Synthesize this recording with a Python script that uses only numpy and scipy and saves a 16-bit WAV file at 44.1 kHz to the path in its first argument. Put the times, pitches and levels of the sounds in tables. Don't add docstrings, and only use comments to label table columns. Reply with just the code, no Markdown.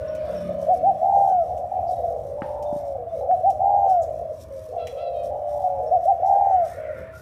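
import sys
import numpy as np
from scipy import signal
from scipy.fft import rfft, irfft, next_fast_len
from scipy.io import wavfile
from scipy.ndimage import map_coordinates

SR = 44100
rng = np.random.default_rng(int(sys.argv[2]) if len(sys.argv) > 2 else 0)


def waveform_to_disk(signal):
    frames = np.transpose(np.atleast_2d(signal))
    scaled = np.clip(frames, -1, 1) * 32767
    samples = np.round(scaled).astype(np.int16)
    wavfile.write(sys.argv[1], SR, samples)


N = 317961
TIME = np.arange(N) / SR

# frequency in Hz, level in dB.
TRAFFIC_SPECTRUM = [(38, -13), (52, -8), (70, 3), (105, -0.5), (130, -7), (170, -13), (260, -17),
                    (420, -15)]
HISS_SPECTRUM = [(590, -34.5), (1000, -1), (1370, -8.5), (1510, -10.5), (1630, -8), (2480, -12.5),
                 (5000, -25.5), (6500, -58.5), (11000, -120)]
WHINE_SPECTRUM = [(1150, -14.5), (1330, -2.5), (1410, -1), (1520, -3), (1650, -9), (1830, -1.5),
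                  (2250, -8.5), (2550, -18), (3200, -30)]
FEATHER_SPECTRUM = [(1760, -26.5), (3000, -9.5), (3240, -4.5), (3870, -4.5), (4290, -7), (4960, -5.5),
                    (5500, 1.5), (7050, -6), (9160, -3.5), (10400, -7.5), (13100, -5), (15600, -24.5)]
AIR_SPECTRUM = [(200, -9.5), (450, -19), (1000, 6.5), (2000, -16), (4000, -26), (6000, -29), (9000, -23.5),
                (15500, -27)]
# start in seconds, length in seconds,
# level in dB.
RUMBLES = [(-.1, 0.29, -40), (1.2, 3.06, -43.5), (5.1, 0.35, -47), (6.92, 0.2, -38.5)]
HISS_GUSTS = [(.135, 0.12, -60), (.31, 0.19, -66)]
RUSTLES = [(.2, 0.42, -61.5), (.58, 0.17, -60), (.72, 0.097, -56.5), (1.04, 0.098, -66),
           (1.27, 0.072, -59.5), (1.56, 0.086, -66), (1.88, 0.11, -58), (2.73, 0.13, -59.5),
           (3.87, 0.12, -56.5), (4.02, 0.06, -62), (4.39, 0.085, -54.5), (4.5, 0.38, -62), (5.22, .11, -57),
           (5.43, 0.39, -61), (6.03, 0.062, -59), (6.24, 0.13, -59.5), (6.61, 0.24, -55), (7.1, 0.36, -58)]
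# loudest moment in seconds, level there in dB, rise in dB per second,
# fall in dB per second.
BIKE_PASS = (0.45, -39, 23, 16)
HISS_PASS = (0.33, -51, 13, 18.5)
WHINE_PASS = (7, -45.5, 24, 61)
BIKE_TOP_HZ, BIKE_IDLE_HZ, BIKE_REV_HZ_PER_S = 36.23, 30.43, 9

# start in seconds,
# length in seconds, first, middle and last pitch in Hz, level in dB.
WHISTLES = [(.078, 0.013, 5360, 5540, 5700, -54), (.35, 0.045, 5650, 5530, 5340, -57),
            (1.92, 0.06, 3880, 3840, 3950, -66.5), (2.65, 0.064, 3500, 3640, 3470, -64.5),
            (3.06, 0.18, 3310, 3750, 4130, -75.5), (3.34, 0.089, 4070, 4130, 4130, -76),
            (5.86, 0.032, 5420, 5450, 5430, -64.5)]
FAR_NOTES = [(-.04, 0.24, 1500, 1476, 1440, -57), (-.04, 0.81, 1235, 1245, 1205, -64),
             (6.85, 0.14, 1373, 1423, 1380, -52), (7.12, 0.11, 1370, 1418, 1376, -48.5)]
SQUAWKS = [(4.76, 0.18, 688, 665, 678, -53.5), (4.954, 0.16, 623.4, 672.6, 634.5, -53),
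           (5.115, 0.149, 619, 631.4, 611, -58.5)]
# frequency in Hz, level in dB.
SQUAWK_SPECTRUM = [(600, -31), (1300, 2.5), (1700, -7), (2000, -6), (2550, 4), (3300, 1), (4050, 0.5),
                   (4700, -13), (9000, -23)]
SQUAWK_RASP_DB = -9
# start in seconds, length in seconds, centre in Hz, level in dB.
CHIPS = [(1.864, 0.074, 4820, -57.5), (3.895, 0.046, 5400, -59), (4.012, 0.053, 6770, -56),
         (6.252, 0.07, 5650, -59)]

# start in seconds, relative level in dB, relative weight below 4000 Hz in dB.
TICKS = [(0.15, -47, -3), (1.577, -52, 13), (2.6253, -45.5, -19), (3.501, -43, -19), (4.031, -47, -60),
         (4.8702, -35.5, 53)]
# frequency in Hz, level in dB.
TICK_SPECTRUM = [(1000, -25), (2500, 4), (4200, -3), (5600, 3.5), (7200, 1.5), (10000, -2.5), (15000, -7)]
# start in seconds, relative level in dB, hardness in dB (upper modes, scrape).
KNOCKS = [(2.4199, -31.5, 4.5), (2.727, -33.5, -19.5), (2.761, -36.5, -19.5), (3.312, -46.5, 6)]
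# frequency in Hz, relative level in dB, time to decay by 60 dB in seconds.
PERCH_MODES = [(193, 1, 0.061), (244, 7, 0.037), (300, 3.5, 0.039), (1310, 14.5, 0.0048),
               (1565, -17.5, 0.12), (1820, -17.5, 0.1), (2940, -17, 0.031)]

# start in seconds, length in seconds, pitch after the opening climb and
# last pitch in Hz, level in dB, flutter depth (limited to 1).
NEIGHBOUR_COOS = [ (-.05, 0.44, 623.2, 600.8, -30, .5), (0.223, .14, 683, 640, -32, 0.5),
                  (.469, 0.24, 640.4, 616.5, -25.5, .8), (0.745, .28, 657.3, 640, -31.5, .8),
                  (1.441, 0.21, 722.6, 690, -25, 0.8), (1.695, 0.32, 740.4, 690, -24, .9),
                  (2.024, 0.055, 681.7, 642, -18, 0.4), (2.089, 0.089, 634, 579, -26, .7),
                  (2.09, 0.15, 790, 761, -38.5, 0.7), (2.364, 0.41, 895, 844, -33.5, 1),
                  (2.624, 0.1, 690, 681, -31.5, 0.8), (2.787, 0.26, 692, 646, -31, 1.2),
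                  (3.056, .11, 675, 597, -26, 0.15), (3.138, 0.13, 561.4, 585, -29, .7),
                  (3.196, 0.12, 735, 740, -28, 0.9), (3.344, 0.24, 630, 605.4, -32, 0.5),
                  (3.651, 0.44, 622, 557.4, -34.5, 0.5), (4.027, .17, 680, 676.5, -26.5, .6),
                  (4.201, 0.13, 646, 558.6, -28.5, .45), (4.353, 0.19, 647, 639, -49.5, 0.37),
                  (4.544, 0.2, 633, 596, -39, .25), (4.716, 0.12, 690, 642, -26.5, 1.1),
                  (4.948, 0.41, 690, 661, -30.5, .7), (5.297, 0.091, 799.4, 768, -30.5, .9),
                  (5.395, 0.3, 700.4, 702, -30.5, 1), (5.506, 0.31, 840, 838.5, -33, 0.7),
                  (5.625, 0.056, 737.5, 703, -19, 0.5), (5.778, 0.21, 674.2, 660.5, -24, 0.7),
                  (5.989, 0.25, 700.7, 658.3, -27, .45), (6.496, 0.2, 684.4, 649.6, -32, .8),
                  (6.76, .17, 628, 584.4, -29, 0.7), (6.934, 0.32, 650, 618, -40.5, 0.3)]
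FLUTTER_AT_HZ, NEIGHBOUR_FLUTTER_HZ, FLUTTER_POWER = 690, 63.51, 2.0

# start in seconds, length in seconds, level in dB.
LOW_COOS = [(-.1, 0.85, -33.5), (2.227, 0.75, -29.5), (4.921, .9, -29.5)]
# start in seconds, length in seconds, first pitch in Hz,
# level in dB.
GRUNTS = [(1.43, 0.094, 500.7, -38), (4.2, 0.064, 507, -35.5), (4.5, 0.11, 550.4, -33),
          (6.74, 0.054, 490, -38), (6.87, 0.16, 543, -37.5)]
LOW_ARCH_HZ, LOW_TOP_PLACE = (548, 594, 536), .48
LOW_FLUTTER, LOW_CLEAN_PLACE = .72, .55
LOW_REGISTER_HZ, LEAD_IN_S, LEAD_IN_DB = 494.3, 0.24, -5.5
DROP_S, DROP_DB, DROP_SAG_HZ_PER_S, DROP_FADE_DB_PER_S = 0.11, -0.5, 250, 92

# start in seconds, second hoot's length in seconds, delay of the purr in
# seconds, its length in seconds, its top pitch in Hz, place of that top (0-1), nominal flutter rate in Hz,
# fluttering share of each note (0-1).
PHRASES = [(.678, .104, .333, .454, 797, .35, 77, .7), (3.282, .096, .305, .468, 808, .28, 84, .64),
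           (5.905, .086, .310, .464, 800, .36, 79, .67)]
# multiple of the pitch, resonance in Hz,
# width in Hz, level in dB.
OVERTONES = [(2, 1330, 280, -54), (3, 2080, 260, -70), (4, 2980, 300, -70), (8, 6230, 480, -67),
             (12, 9100, 550, -73)]
# frequency in Hz, level in dB.
THROAT_PASSBAND = [(330, -22), (430, -4), (520, 0), (830, 0), (920, -5), (1050, -12), (1250, -4), (1420, 1),
                   (1600, -6), (2100, 0), (12000, 0)]
FIRST_HOOT_S, HOOT_SPACING_S, HOOT_FLUTTER = .081, .146, .1
HOOT_START_HZ, HOOT_TOPS_HZ, HOOT_TOP_PLACES = 545, (748, 793), (.45, .56)
PURR_START_HZ, PURR_FLUTTER, END_HZ = 765, .92, 605
NEAR_DB, TIRING_DB_PER_S, NEAR_ATTACK_S = -14.5, 2, .015
SCOOP_HZ, SCOOP_S = 120, .017
FLUTTER_LAG, FLUTTER_SETTLE_S = .2, .07
OVERTONE_WAVER_DB = 3.5
FLUTTER_TUG_RAD = .15
SLIP_SHARE = .75

NEAR_WET_DB, NEAR_T60_S, FAR_WET_DB, FAR_T60_S = -11, 0.47, -2, 0.66
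LOW_WET_DB = -6.5
TOP_HZ = 15550


def undb(db):
    return 10 ** (np.asarray(db) / 20)


def unit(x):
    return x / np.sqrt(np.mean(x ** 2))


def ramp(x):
    return np.sin(np.pi / 2 * np.clip(x, 0, 1)) ** 2


def drift(rate, size):
    coarse = np.arange(0, size + 32, 32)
    values = map_coordinates(rng.standard_normal(2048), [coarse * rate / SR], order=3, mode="wrap")
    return np.interp(np.arange(size), coarse, values)


def colour(x, points):
    hz, db = np.transpose(points)
    size = next_fast_len(len(x))
    f = np.maximum(np.arange(size // 2 + 1) * SR / size, 1)
    ends = 1 / np.sqrt((1 + (hz[0] / f / 1.2) ** 8) * (1 + (f / hz[-1] / 1.2) ** 8))
    gain = undb(np.interp(np.log(f), np.log(hz), db))
    return irfft(rfft(x, size) * ends * gain, size)[:len(x)]


def add(out, start, x):
    i = int(start * SR)
    x, i = x[max(-i, 0):], max(i, 0)
    out[i:i + len(x)] += x[:N - i]


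def yard(x, wet_db, t60):
    t = np.arange(SR // 2) / SR
    tail = rng.standard_normal(len(t)) * np.exp(-np.log(1000) * t / t60) * ramp(t / 0.0028)
    tail = tail / np.linalg.norm(tail)
    return x + undb(wet_db) * signal.fftconvolve(x, tail)[:N]


def passing(peak_s, db, rise_db_per_s, fall_db_per_s):
    return undb(db - np.maximum(rise_db_per_s * (peak_s - TIME), fall_db_per_s * (TIME - peak_s)))


def bursts(rows, attack_share):
    share = np.clip(attack_share, .05, .95)
    gain = np.zeros(N)
    for start, length, db in rows:
        rise = ramp((TIME - start) / length / share)
        ebb = ramp((start + length - TIME) / length / (1 - share))
        gain += undb(db) * rise * ebb
    return gain


def patchy(x, patchy_db, rate, count):
    size = next_fast_len(N)
    spectrum, edges = rfft(x, size), np.geomspace(900, 16000, count + 1)
    band = np.digitize(np.arange(len(spectrum)) * SR / size, edges[1:-1])
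    total = np.zeros(N)
    for k in range(count):
        total += irfft(spectrum * (band == k), size)[:N] * undb(patchy_db * drift(rate, N))
    return unit(total)


def wash(spectrum, flicker_db, flicker_rate):
    return unit(colour(rng.standard_normal(N), spectrum) * undb(flicker_db * drift(flicker_rate, N)))


def still_air(air_db=-61):
    return wash(AIR_SPECTRUM, 1.0, 51) * undb(air_db)


def traffic(traffic_db=-45):
    return wash(TRAFFIC_SPECTRUM, 1.4, 9) * np.hypot(undb(traffic_db), bursts(RUMBLES, attack_share=.3))


def far_hiss(hiss_db=-65):
    hiss = patchy(wash(HISS_SPECTRUM, 2.2, 12), patchy_db=4, rate=10, count=60)
    swells = passing(*HISS_PASS) + bursts(HISS_GUSTS, attack_share=.25)
    return hiss * np.hypot(undb(hiss_db), swells)


def far_whine():
    return patchy(wash(WHINE_SPECTRUM, 0.9, 18), patchy_db=3.5, rate=22, count=60) * passing(*WHINE_PASS)


def feathers(stir_db=-69):
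    friction = patchy(wash(FEATHER_SPECTRUM, 2.0, 190), patchy_db=1.5, rate=17, count=30)
    return friction * np.hypot(undb(stir_db + 3.5 * drift(11, N)), bursts(RUSTLES, attack_share=.25))


def motorbike(scatter_db=3.0):
    hz = np.maximum(BIKE_TOP_HZ - BIKE_REV_HZ_PER_S * np.abs(TIME - BIKE_PASS[0]), BIKE_IDLE_HZ)
    pulses = np.diff(np.floor(np.cumsum(hz) / SR), prepend=0) * undb(scatter_db * drift(42, N))
    smeared = yard(pulses, wet_db=15, t60=.6)
    low = colour(smeared, [(100, -15.5), (165, 1.5), (240, -8.5), (350, -7.0), (450, -18.0)])
    return unit(low) * passing(*BIKE_PASS)


def far_birds(notes, timbre, rough, count, waver_db):
    out = np.zeros(N)
    for start, length, first, middle, last, db in notes:
        u = np.linspace(0, 1, int(length * SR))
        hz = np.polyval(np.polyfit([0, .5, 1], [first, middle, last], 2), u)
        phase = 2 * np.pi * np.cumsum(hz * (1 + rough * drift(250, len(u)))) / SR
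        harmonics = sum(np.sin(k * phase) for k in range(1, count + 1))
        envelope = undb(db + waver_db * drift(62, len(u))) * ramp(4 * u) * ramp(4 * (1 - u))
        add(out, start, unit(colour(harmonics, timbre)) * envelope)
    return out


def squawks():
    voice = far_birds(SQUAWKS, SQUAWK_SPECTRUM, rough=.012, count=8, waver_db=2.5)
    rows = [(start, length, db) for start, length, *_, db in SQUAWKS]
    rasp = wash(SQUAWK_SPECTRUM, 2, 40) * bursts(rows, attack_share=0.22)
    broken = np.std(voice) * patchy(voice, patchy_db=3, rate=18, count=14)
    return broken + undb(SQUAWK_RASP_DB) * rasp


def chips():
    out = np.zeros(N)
    for start, length, hz, db in CHIPS:
        band = wash([(.8 * hz, -22), (hz, 0), (1.4 * hz, -20)], 3, 150)
        out += band * bursts([(start, length, db)], attack_share=.3)
    return out


def ticks(decay_s=0.01, gain_db=-3, body=0.24):
    out, t = np.zeros(N), np.arange(4096) / SR
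    for start, db, middle_db in TICKS:
        spectrum = [(hz, d + body * middle_db * (hz < 4000)) for hz, d in TICK_SPECTRUM]
        crack = unit(colour(rng.standard_normal(len(t)), spectrum))
        add(out, start, crack * np.exp(-t / decay_s) * undb(db + gain_db))
    return out


def knocks(scrape_db=-24, scrape_s=0.072):
    out, t = np.zeros(N), np.arange(16384) / SR
    for start, db, hard_db in KNOCKS:
        ring = np.zeros(len(t))
        for hz, d, t60 in PERCH_MODES:
            ring += undb(d + hard_db * (hz > 1000) - 60 * t / t60) * np.sin(2 * np.pi * hz * t)
        scrape = unit(colour(rng.standard_normal(len(t)), HISS_SPECTRUM))
        scrape = scrape * np.exp(-t / scrape_s) * undb(scrape_db + hard_db)
        add(out, start, undb(db) * (ring + scrape) * ramp(t / 0.00061))
    return out


def arch(u, first, turn, last, place):
    place = np.clip(place, .05, .95)
    climb = (first - turn) * np.maximum(1 - u / place, 0) ** 1.9
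    bend = (last - turn) * np.maximum((u - place) / (1 - place), 0) ** 2.3
    return turn + climb + bend


def syrinx(hz, flutter_hz, depth, uneven, scatter):
    size = len(hz)
    cycle = np.cumsum(flutter_hz * (1 + uneven * drift(70, size))) / SR
    closure = np.cos(np.pi * cycle) ** 2
    shut = np.clip(depth * (1 + .2 * drift(70, size)), 0, 1) * closure ** 1.8
    chance = rng.random(256)[np.round(cycle).astype(int) % 256]
    firm = chance < SLIP_SHARE * ramp((depth - .35) / .35)
    slip = 2 * np.pi * np.cumsum(firm * closure ** 3 * np.gradient(cycle)) * 16 / 5
    phase = 2 * np.pi * np.cumsum(hz) / SR
    tug = FLUTTER_TUG_RAD * depth * np.sin(2 * np.pi * cycle)
    wander = scatter * depth ** 2 * drift(1.4 * np.mean(flutter_hz), size)
    tone = np.sin(phase + tug - slip + wander)
    rasp = .2 * depth * drift(190, size) * np.sin(.91 * phase)
    return np.sqrt(2) * ((1 - shut) * (1 + .13 * depth * drift(70, size)) * tone + rasp)


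def swell(t, hz, attack_s, release_s, fade_db):
    return ramp(t / attack_s) * ramp((t[-1] - t) / release_s) * undb(-fade_db * (1 - hz / hz.max()))


def neighbours(first=0.94, place=0.21, fade_db=10):
    out, tail_s = np.zeros(N), .025
    for start, length, turn, last, db, depth in NEIGHBOUR_COOS:
        t = np.arange(int((length + tail_s) * SR)) / SR
        hz = arch(t / (length + tail_s / 2), first * turn, turn, last, place)
        flutter_hz = NEIGHBOUR_FLUTTER_HZ * (turn / FLUTTER_AT_HZ) ** FLUTTER_POWER
        voice = syrinx(hz, flutter_hz, min(depth, 1), uneven=.22, scatter=1.1)
        add(out, start, voice * swell(t, hz, tail_s, 2 * tail_s, fade_db) * undb(db))
    return out


def low_dove(flutter_hz=48, lead_flutter=.55, drop_flutter=0.16, grunt_flutter=0.48, grunt_sag_hz_per_s=170):
    out = np.zeros(N)

    def sing(start, t, hz, db, depth):
        edges = ramp(t / .012) * ramp((t[-1] - t) / .02)
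        voice = syrinx(hz, flutter_hz, depth, uneven=.25, scatter=1.2)
        add(out, start, edges * undb(db) * voice)

    lead, drop = np.arange(0, LEAD_IN_S, 1 / SR), np.arange(0, DROP_S, 1 / SR)
    lead_hz = np.full(len(lead), LOW_REGISTER_HZ)
    drop_hz = LOW_REGISTER_HZ - DROP_SAG_HZ_PER_S * drop
    for start, length, db in LOW_COOS:
        t = np.arange(0, length, 1 / SR)
        coo_hz = arch(t / length, *LOW_ARCH_HZ, LOW_TOP_PLACE)
        purr = LOW_FLUTTER * (1 - .95 * ramp((t / length - LOW_CLEAN_PLACE) / .2 + .5))
        drop_level = db + DROP_DB - DROP_FADE_DB_PER_S * drop
        sing(start - LEAD_IN_S, lead, lead_hz, db + LEAD_IN_DB, lead_flutter)
        sing(start, t, coo_hz, db, purr)
        sing(start + length, drop, drop_hz, drop_level, drop_flutter)
    for start, length, hz, db in GRUNTS:
        t = np.arange(0, length, 1 / SR)
        sing(start, t, hz - grunt_sag_hz_per_s * t, db, grunt_flutter)
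    return out


def overtones(t, hz):
    phase = 2 * np.pi * np.cumsum(hz) / SR
    push = ramp(t / .45 + .12) * ramp(t / .015) * ramp((t[-1] - t) / .01)
    total = np.zeros(len(t))
    for k, centre, width, db in OVERTONES:
        resonance = 1 / (1 + (2 * (k * hz - centre) / width) ** 2)
        total += undb(db + OVERTONE_WAVER_DB * drift(25, len(t))) * np.sin(k * phase) * resonance
    return push * np.sqrt(2) * total


def near_dove(fade_db=12):
    out, thin = np.zeros(N), np.zeros(N)

    def coo(start, length, first, top, place, depth, flutter_hz, share, scoop_hz=0):
        t = np.arange(int(length * SR)) / SR
        u = t / length
        scoop = np.exp(-t / SCOOP_S) + .5 * np.exp((t - length) / SCOOP_S)
        hz = arch(u, first, top, END_HZ, place) - scoop_hz * scoop
        flutter = flutter_hz * (1.04 - FLUTTER_LAG * np.exp(-t / FLUTTER_SETTLE_S))
        purr = depth * (1.08 - .3 * u) * ramp((share - u) / .2 + .5)
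        voice = syrinx(hz, flutter, purr, uneven=.07, scatter=.6)
        voice = voice * swell(t, hz, NEAR_ATTACK_S, .004 + .13 * length, fade_db)
        add(out, start, voice * undb(NEAR_DB - TIRING_DB_PER_S * t))
        add(thin, start, overtones(t, hz))

    for start, second_s, purr_after, purr_s, purr_top, purr_place, flutter_hz, share in PHRASES:
        for k, length in enumerate((FIRST_HOOT_S, second_s)):
            coo(start + k * HOOT_SPACING_S, length, HOOT_START_HZ, HOOT_TOPS_HZ[k], HOOT_TOP_PLACES[k],
                HOOT_FLUTTER, flutter_hz, share)
        coo(start + purr_after, purr_s, PURR_START_HZ, purr_top, purr_place,
            PURR_FLUTTER, flutter_hz, share, SCOOP_HZ)
    return colour(out, THROAT_PASSBAND) + thin


def scene():
    surroundings = still_air() + traffic() + far_hiss() + far_whine() + feathers()
    whistles = far_birds(WHISTLES, [(2500, 0), (7000, 0)], rough=.008, count=1, waver_db=3)
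    notes = far_birds(FAR_NOTES, [(1000, 0), (2000, 0)], rough=.018, count=1, waver_db=2.5)
    further = yard(colour(neighbours(), THROAT_PASSBAND) + whistles + notes, FAR_WET_DB, FAR_T60_S)
    cages = yard(colour(low_dove(), THROAT_PASSBAND) + ticks() + chips() + squawks(), LOW_WET_DB, NEAR_T60_S)
    dove = yard(near_dove() + knocks(), NEAR_WET_DB, NEAR_T60_S)
    return (dove + cages + further + motorbike() + surroundings)[None]


def record(dry):
    thinned = signal.sosfilt(signal.butter(3, 42, "high", fs=SR, output="sos"), dry)
    return signal.sosfilt(signal.ellip(10, .2, 80, TOP_HZ, fs=SR, output="sos"), thinned)


dry = scene()
out = record(dry)
waveform_to_disk(out)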